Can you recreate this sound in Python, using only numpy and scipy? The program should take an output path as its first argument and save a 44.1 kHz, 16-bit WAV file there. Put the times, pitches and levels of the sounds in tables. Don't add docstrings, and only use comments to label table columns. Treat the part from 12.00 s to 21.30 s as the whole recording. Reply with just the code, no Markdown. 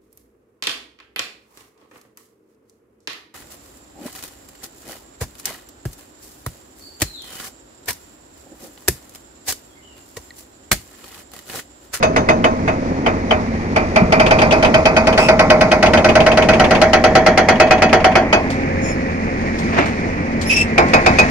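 import sys
import numpy as np
from scipy import signal
from scipy.fft import rfft, irfft, next_fast_len
from scipy.io import wavfile
from scipy.ndimage import map_coordinates

SR = 44100
rng = np.random.default_rng(int(sys.argv[2]) if len(sys.argv) > 2 else 0)


def wav_record(signal):
    frames = np.transpose(np.atleast_2d(signal))
    bounded = np.clip(frames, -1, 1)
    quanta = np.round(bounded * 32767).astype(np.int16)
    wavfile.write(sys.argv[1], SR, quanta)


N = 410130
RING = np.arange(16384) / SR
EDGE_HZ = 15900

# time in seconds, then relative levels in dB of strength, chisel ring, retainer clink.
BLOWS = [(.0288, -8, -14.5, -31), (.1635, -8, -26, -34), (.2897, -6, -17.5, -29), (.4435, -6.5, -20.5, -14),
         (.6794, -11, -22, -42), (1.0645, -9, -25, -17), (1.3109, -8, -23, -9.5), (1.7629, -8.5, -30, -25),
         (1.9614, -5.5, -20.5, -30), (2.1244, -6, -32, -29), (2.1994, -6.5, -18.5, -17),
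         (2.3104, -7, -17, -18), (2.4184, -8, -24, -25), (2.5242, -9, -20, -24), (2.6279, -9.5, -22, -18),
         (2.7434, -8, -15, -12), (2.8569, -7, -14, -12), (2.9672, -8, -12, -19), (3.0719, -8, -22, -26),
         (3.1787, -6.5, -33, -35), (3.2874, -6, -18, -20), (3.3947, -5.5, -18, -19),
         (3.5029, -5, -20, -12.5), (3.6114, -7, -18, -21), (3.7177, -7, -19, -15), (3.8287, -6, -21, -21),
         (3.9367, -7, -24, -18), (4.0464, -7, -26, -26), (4.1554, -6.5, -22, -25), (4.2657, -7, -28, -17),
         (4.3744, -7, -25, -19), (4.4892, -7, -15, -15), (4.5989, -7, -24, -16.5), (4.7102, -8, -24, -22),
         (4.8174, -5, -24, -15), (4.9342, -5, -16, -12), (5.0414, -6, -19, -18), (5.1544, -4.5, -19, -29),
         (5.2649, -5, -24, -31), (5.3773, -4.5, -33, -36), (5.4879, -4.5, -14, -35), (5.6014, -4, -11, -30),
         (5.7104, -4.5, -12, -27), (5.8227, -5, -12, -27), (5.9309, -3.5, -17, -25),
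         (6.0457, -4, -29, -13.5), (6.1564, -4, -13.5, -19), (6.3298, -4.5, -8, -14),
         (8.7814, -3.5, -27, -18), (8.9369, -3.5, -9, -32), (9.0637, -4.5, -10.5, -31),
         (9.1881, -6, -2.5, -26)]
# time in seconds, seated hard 0-1, on loose rock 0-1,
# crack relative to the blow's strength in dB, recoil into the boom in dB.
SEATING = [(0, 0, 0.44, -12, -7), (.7, 0.16, 0.69, -24, -9), (1.9, 0.58, 0.51, -18, -5),
           (2.3, 0, .3, -14, 1), (3.3, 0.02, 0.29, -12, -3), (4.5, 0.09, 0.21, -11.5, 0.5),
           (5, 0.73, 0, -9.5, -2), (5.5, 0.97, 0.1, -11, -5), (6, 0.98, .1, -14, -6),
           (6.3, 0.7, 0.44, -16, -10), (8.8, 0.47, 0.98, -16.5, -2), (9.3, 0.7, 0.74, -10, 0)]
# frequency in Hz, relative level in dB, t60 in seconds.
CHISEL_MODES = [(2504, 1.5, 0.1), (2554, -3.5, 0.18), (3682, -23, 0.087), (4670, -13.5, 0.12),
                (4780, -15, 0.046), (6400, -15, 0.092)]
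# frequency in Hz, relative level in dB, t60 in seconds.
RETAINER_MODES = [(2986, -4, 0.042), (3057, -7, 0.053), (3180, -6.5, 0.032)]
# frequency in Hz, likeness -1..1.
BLOW_SAME = [(100, 0.6), (640, 0.63), (1400, 0.3), (2800, 0.54), (6800, 0), (15000, 0)]


def amp(db):
    return 10 ** (np.asarray(db) / 20)


def unit(x):
    return x / np.sqrt(np.mean(x ** 2) + 1e-20)


def read(points, hz):
    f, value = np.transpose(points)
    return np.interp(np.log(hz + 1), np.log(f + 1), value)


def curves(rows):
    s, *columns = np.transpose(rows)
    t = np.arange(N) / SR
    return [np.interp(t, s, column) for column in columns]


def add(mix, s, sound):
    start = max(round(s * SR), 0)
    part = mix[:, start:][:, :sound.shape[-1]]
    part += sound[..., :part.shape[1]]


def wander(size, hz):
    spectrum = rfft(rng.standard_normal(size))
    rolloff = 1 + (np.fft.rfftfreq(size, 1 / SR) / hz) ** 4
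    return unit(irfft(spectrum / rolloff, size))


def white_pair():
    return rng.standard_normal((2, len(RING)))


def colour(white, spectrum, same):
    length = white.shape[1]
    size = next_fast_len(length)
    hz = np.fft.rfftfreq(size, 1 / SR)
    a, b = rfft(white, size)
    likeness = np.clip(read(same, hz), -1, 1)
    mid, side = a * np.sqrt(1 + likeness), b * np.sqrt(1 - likeness)
    pair = np.array([mid + side, mid - side]) * amp(read(spectrum, hz))
    return unit(irfft(pair, size)[:, :length])


def burst(white, spectrum, t60, rise, linger=1.):
    hz, t, z = signal.stft(colour(white, spectrum, BLOW_SAME), SR, nperseg=256)
    band_t60 = np.maximum(read(t60, hz) * linger, .005)
    decay = amp(-60 * t / band_t60[:, None])
    noise = signal.istft(z * decay, SR, nperseg=256)[1][:, :len(RING)]
    return noise * (1 - np.exp(-(RING / rise) ** 2))


def ring(modes, phase, rise, spread=0.92, vary_db=2.5):
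    hz, db, t60 = np.transpose(modes)[:, :, None]
    db = db + vary_db * rng.standard_normal(hz.shape)
    skew = spread * np.sqrt(hz / 1000) * (-1) ** np.arange(len(hz))[:, None]
    sides = np.array([1, -1])[:, None, None]
    angle = 2 * np.pi * (hz * RING + phase[:len(hz)]) + skew * sides
    decay = amp(db - 60 * RING / t60)
    return (decay * np.sin(angle)).sum(1) * (1 - np.exp(-RING / rise))


def shaking(rise_s=0.012, fall_s=0.15):
    energy, t = np.zeros((1, N)), np.arange(2 * SR) / SR
    envelope = (1 - np.exp(-t / rise_s)) * np.exp(-t / fall_s)
    times, *_, recoil_db = np.transpose(SEATING)
    for s, *_ in BLOWS:
        add(energy, s, amp(np.interp(s, times, recoil_db)) ** 2 * envelope)
    return np.sqrt(energy[0] / energy.max())


def excavator(throb=0.14):
    # time in seconds, firings per second.
    firing = [(0, 89.5), (.7, 88.5), (1.9, 88.5), (2.4, 87.3), (6.3, 87), (6.75, 89.3), (7.2, 87),
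              (7.8, 87.4), (8.05, 89.5), (8.6, 87.3), (9.3, 87.5)]
    # multiple of the firing rate, level in dB.
    engine_orders = [(.5, -38), (1, -31), (2, -40), (2.58, -29), (5.16, -41)]
    # multiple of the firing rate, relative level in dB.
    pump_orders = [(3, 0), (6, -4), (9, -15)]
    # time in seconds, then rush, hiss and pump whine levels in dB.
    hydraulics = [(0, -41, -48.5, -30), (1.8, -34.5, -45, -37.5), (4.8, -38, -46, -36),
                  (6.15, -29, -55, -42), (6.5, -28.5, -45.5, -25.5), (7.3, -30, -46, -33.5),
                  (7.7, -28.5, -41, -39), (8.5, -30, -48, -35.5), (9.3, -21.5, -36.5, -29)]
    # frequency in Hz, relative level in dB per Hz.
    rumble_spectrum, roar_spectrum = [(10, 1), (30, -20), (47, -1), (70, 3), (110, -9.5), (170, -3.5),
                                      (300, -40), (2000, -96)], [(70, -13), (140, -5.5), (200, -3), (235, -1),
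                                                      (300, -5.5), (400, -9), (600, -11.5), (850, -15),
                                                      (1300, -21.5), (2500, -33.5), (6000, -78),
                                                      (16000, -100)]
    rush_spectrum, hiss_spectrum = [(700, -9), (1400, -9), (1900, 4), (2400, 0.5), (3000, -19.5),
                                    (4500, -57), (12000, -80)], [(1500, -8.5), (3200, -2.5), (4500, 0), (5600, -1),
                                                  (6800, -4), (8000, -15), (9500, -17), (11500, -28),
                                                  (16000, -41)]
    # frequency in Hz, likeness -1..1.
    engine_same = [(60, 1), (290, 0.95), (700, 0.92), (2200, 0.24), (6000, 0.14), (15000, .3)]

    rush_db, hiss_db, pump_db = curves(hydraulics)
    firing_hz = curves(firing)[0] * (1 + .007 * wander(N, 8))
    turns = np.cumsum(firing_hz) / SR
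    shake = shaking()

    def hum(orders):
        total = np.zeros(N)
        for k, db in orders:
            tone = unit(np.sin(2 * np.pi * (k * turns + rng.random())))
            total += amp(db + 2 * wander(N, 10.6)) * tone
        return total

    def noise(spectrum, idle_db, shaken_db, flutter_db, flutter_hz):
        level = np.hypot(amp(idle_db), amp(shaken_db) * shake)
        level = level * amp(flutter_db * wander(N, flutter_hz))
        return level * colour(rng.standard_normal((2, N)), spectrum, engine_same)

    rumble = noise(rumble_spectrum, idle_db=-37, shaken_db=-28, flutter_db=2.0, flutter_hz=11)
    roar = noise(roar_spectrum, idle_db=-22.5, shaken_db=-19, flutter_db=1.3, flutter_hz=23)
    rush = noise(rush_spectrum, rush_db, shaken_db=-35.5, flutter_db=1.0, flutter_hz=28)
    hiss = noise(hiss_spectrum, hiss_db, shaken_db=-40.5, flutter_db=0.9, flutter_hz=25)
    pulse = 1 + throb * np.cos(2 * np.pi * turns)
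    tones = hum(engine_orders) + amp(pump_db) * hum(pump_orders)
    return tones + rumble + pulse * (roar + rush) + hiss


def breaker(fresh=0.12, drift_s=1.293, lead_s=.0032, uneven_db=3.5, tip_t60=0.049):
    # frequency in Hz, relative level in dB, t60 in seconds,
    # dB gained when seated hard, dB gained on loose rock.
    housing_modes = [(347.5, -22, 0.27, 11.5, 12.5), (458.7, -17.5, 0.45, 0.5, 9),
                     (524, -16, 0.24, -20, 14), (616, 0.5, 0.36, -3, -4.5), (644.3, -0.5, 0.42, -3.5, -6),
                     (683, -7.5, 0.2, 3, 9), (749, -10, 0.22, 13, 3.5), (819, -20, 0.13, 0, 3),
                     (916, -12.5, 0.23, -1, 0), (1071, -18.5, 0.34, -2.5, 21.5), (1314, -7.5, 0.095, 7, -5),
                     (1388, -11.5, 0.15, 4, -1), (1507, -6, 0.088, -19, 16)]
    # frequency in Hz, relative level in dB, t60 in seconds.
    ground_modes = [(33, -36, 0.22), (48.4, -20, 0.23), (121, -17, 0.13)]
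    # frequency in Hz, relative level in dB per Hz.
    clang_spectrum, crack_spectrum = [(30, -21), (120, -7.5), (250, -6.5), (420, 2.5), (560, 0.5),
                                      (780, 5.5), (1050, -1.5), (1350, -2), (1600, -2.5), (2100, -0.5),
                                      (2550, 1.5), (3000, -14), (3600, -27.5), (6000, -52)], [(1500, -31), (3000, 1.5), (3700, 2.5), (4700, 3.5),
                                                     (6500, -2), (8000, -13), (10000, -10.5),
                                                     (12000, -32.5), (16000, -46)]
    # frequency in Hz, t60 in seconds.
    clang_t60, crack_t60 = [(60, 0.21), (300, 0.32), (700, 0.31), (1400, 0.26), (2500, 0.095), (5000, 0.23)], [(3000, 0.1), (6000, 0.11), (9000, 0.048), (15000, 0.092)]

    out, fresh = np.zeros((2, N)), np.clip(fresh, 0, 1)
    seats = rng.standard_normal((16, 2, len(RING)))
    phases = rng.random((4, len(housing_modes), 1))
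    damping = rng.standard_normal((16, 129))
    low_taper = np.minimum(np.arange(129) / 10, 1)
    times, *columns = np.transpose(SEATING)
    for s, strength_db, chisel_db, clink_db in BLOWS:
        near = np.exp(-(np.arange(len(seats)) - s / max(drift_s, .7)) ** 2)
        pattern = unit(np.tensordot(near, seats, 1))
        white = np.sqrt(1 - fresh) * pattern + np.sqrt(fresh) * white_pair()
        linger = amp(uneven_db * unit(near @ damping) * low_taper)
        hard, loose, crack_db, recoil_db = (np.interp(s, times, column) for column in columns)
        housing = [(hz, db + hard * hard_db + loose * loose_db, t60)
                   for hz, db, t60, hard_db, loose_db in housing_modes]
        housing_db = 1.74 - 4 * hard - 6.5 * loose
        tip_hz = 1762 + 348 * hard + 485 * loose

        blow = amp(strength_db - 1.0) * burst(white, clang_spectrum, clang_t60, rise=0.0018, linger=linger)
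        crack = burst(white, crack_spectrum, crack_t60, rise=0.0024, linger=linger)
        blow += amp(strength_db + crack_db + 2.0) * crack
        blow += amp(strength_db + housing_db) * ring(housing, phases[0], rise=0.0075, spread=0.043)
        blow += amp(chisel_db + 4.0) * ring(CHISEL_MODES, phases[1], rise=0.0078, spread=0.35)
        blow += amp(clink_db + 7.0) * ring(RETAINER_MODES, phases[2], rise=0.0025, spread=0.37)
        tip = ring([(tip_hz, 0, tip_t60)], phases[3], rise=0.0044, spread=0.093)
        blow += amp(strength_db + 0.5) * tip
        blow += amp(recoil_db) * ring(ground_modes, phases[0], rise=0.007, spread=0)
        add(out, s - lead_s, blow)
    return out


def thuds(rise_s=0.005):
    # time in seconds, relative level in dB.
    thud_times = [(2.013, -5.5), (2.235, -15), (3.41, -30), (8.805, -16), (9.089, -8.5), (9.209, -10)]
    # frequency in Hz, relative level in dB per Hz.
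    thud_spectrum = [(20, -13), (45, 1), (100, -4.5), (200, 4), (320, -16), (600, -32), (2000, -70)]
    # frequency in Hz, t60 in seconds.
    thud_t60 = [(40, .3), (250, .14)]
    out = np.zeros((2, N))
    for s, db in thud_times:
        thud = burst(white_pair(), thud_spectrum, thud_t60, rise=rise_s)
        add(out, s, amp(db) * thud.mean(0))
    return out


def rebounds(lead_s=.003):
    # start in seconds, end in seconds, first flight in seconds, last flight in seconds,
    # relative level in dB.
    bouts = [(2.183, 2.439, 0.062, 0.095, -5.5), (2.59, 2.672, 0.022, .0195, -4.5),
             (3.03, 3.11, 0.06, 0.052, -10.5), (3.805, 4.187, 0.032, 0.05, -5),
             (4.229, 4.74, .053, .04, -6.5), (5.445, 6.07, 0.069, 0.073, -17.5)]
    # (Hz, relative dB per Hz)
    clack = [(200, -2.5), (650, 9.0), (1400, -5), (2600, 3.0), (3200, -0.5), (3800, -9.5),
             (6000, -18), (8000, -26.5), (10500, -32.5), (16000, -56)]
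    clack_t60 = [(600, 0.34), (3000, 0.098), (9000, 0.14)]  # (Hz, s)
    out = np.zeros((2, N))
    for start, end, first, last, db in bouts:
        for s, *_ in BLOWS:
            if not start <= s <= end:
                continue
            landing_s = s + np.interp(s, [start, end], [first, last])
            knock = burst(white_pair(), clack, clack_t60, rise=0.0029)
            clink = ring(RETAINER_MODES, rng.random((len(RETAINER_MODES), 1)), rise=.002)
            steel = ring(CHISEL_MODES, rng.random((len(CHISEL_MODES), 1)), rise=0.0014)
            hit = amp(db - 3.5) * knock + amp(db - 10.5) * clink + amp(db - 13.5) * steel
            add(out, landing_s - lead_s, hit)
    return out


def squeals(waver=0.0046, flutter_db=3, rasp_db=-6, ring_t60=0.11):
    # start in seconds, length in seconds, pitch in Hz, relative level in dB,
    # dB lost per overtone, pitch scatter as a share.
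    rubs = [(3.169, 0.12, 2622, -25.5, 8, 0.031), (6.802, 0.14, 5370, -42, 12, 0.023),
            (6.806, 0.11, 6820, -39.5, 34, 0.028), (8.452, 0.11, 5590, -34.5, 2, 0.0095),
            (8.44, 0.16, 5150, -34.5, 30, 0.0071), (8.489, 0.055, 2578, -16.5, 11, 0.053),
            (8.519, 0.06, 5515, -24.5, 19, 0.014), (8.555, 0.073, 2640, -18, 8.5, 0.023)]
    # frequency in Hz, relative level in dB per Hz.
    rasp_spectrum = [(1800, -24), (2400, 11), (3200, -4), (4200, -12), (5400, -8), (6500, -6), (8500, -14),
                     (10800, -17), (12000, -49), (16000, -44)]
    out = np.zeros((2, N))
    for s, length, hz, db, fall_db, scatter in rubs:
        size = int(length * SR)
        speed = 1 + waver * wander(len(RING), 47) + scatter * wander(len(RING), 990)
        turns = np.cumsum(hz * speed[:size]) / SR
        tone = np.zeros((2, len(turns)))
        for k in range(1, 6):
            if k * hz < EDGE_HZ:
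                side_phase = np.array([[0], [k]])
                tone += amp(-fall_db * (k - 1)) * np.sin(2 * np.pi * k * turns + side_phase)
        rasp = colour(white_pair(), rasp_spectrum, BLOW_SAME)[:, :size]
        grip = amp(db + flutter_db * wander(len(RING), 130)[:size])
        grip = grip * signal.windows.tukey(len(turns), .4)
        add(out, s, grip * (unit(tone) + amp(rasp_db) * rasp))
    tail = unit(white_pair() * amp(-60 * RING / ring_t60)) / np.sqrt(len(RING))
    return 0.64 * out + 1.06 * signal.oaconvolve(out, tail, axes=1)[:, :N]


def chips(lead_s=.003):
    # time in seconds, relative level in dB.
    ticks = [(6.5044, -21), (7.589, -24), (7.86, -25.5), (8.416, -17.5), (8.8864, -27)]
    # (Hz, relative dB per Hz)
    tick = [(1500, 2), (4300, 4.5), (6500, 0), (8000, -2), (9500, -10), (15000, -26)]
    tick_t60 = [(3000, 0.18), (12000, 0.19)]  # (Hz, s)
    out = np.zeros((2, N))
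    for s, db in ticks:
        add(out, s - lead_s, amp(db - 7.5) * burst(white_pair(), tick, tick_t60, rise=0.00084))
    return out


def rubble(grains_per_s=2500):
    # time in seconds, level in dB.
    shift = [(7.55, -57), (7.74, -23), (7.77, -18), (7.792, -6.5), (7.81, -15.5), (7.84, -20.5), (7.9, -26),
             (8.0, -40)]
    # frequency in Hz, relative level in dB per Hz.
    grind_spectrum = [(71, -32), (120, -9.5), (381, -1.5), (509, -10), (605, -2), (1040, -8.5),
                      (2380, -11.5), (3300, -23.5), (6730, -36), (12000, -69), (15600, -93), (22000, -120)]
    strength = amp(2.3 * np.minimum(rng.exponential(1, N), 4))
    struck = rng.random(N) < grains_per_s / SR
    grains = rng.standard_normal((2, N)) * strength * struck
    level_db, = curves(shift)
    return amp(level_db) * colour(grains, grind_spectrum, BLOW_SAME)


def scene():
    # time in seconds, lag of the left side in ms.
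    bearing = [(0, 0.41), (2.2, 0.31), (3.1, 0.16), (4.6, 0.063), (6.1, 0.019), (6.7, -0.44), (9.3, -0.34)]
    left, right = excavator() + breaker() + thuds() + rebounds() + squeals() + chips() + rubble()
    lag_samples = curves(bearing)[0] * SR / 1000
    left = map_coordinates(left, [np.arange(N) - lag_samples], order=3, mode="mirror")
    return np.array([left, right])


def record(dry):
    # frequency in Hz, left minus right in dB.
    ports = [(100, 0.8), (700, -1.5), (1300, 0), (2400, -2.5), (3200, 4), (4400, 8), (5600, 9.5),
             (7000, 7.5), (9000, -9.5), (12000, -5)]
    size = next_fast_len(N + len(RING))
    tilt_db = read(ports, np.fft.rfftfreq(size, 1 / SR)) * np.array([[.5], [-.5]])
    heard = irfft(rfft(dry, size) * amp(tilt_db), size)[:, :N]
    squashed = heard / (1 + heard ** 4) ** (1 / 4)
    lowpass = signal.firwin(511, EDGE_HZ, window=("kaiser", 9), fs=SR)
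    return signal.oaconvolve(squashed, lowpass[None], "same")


dry = scene()
out = record(dry)
wav_record(out)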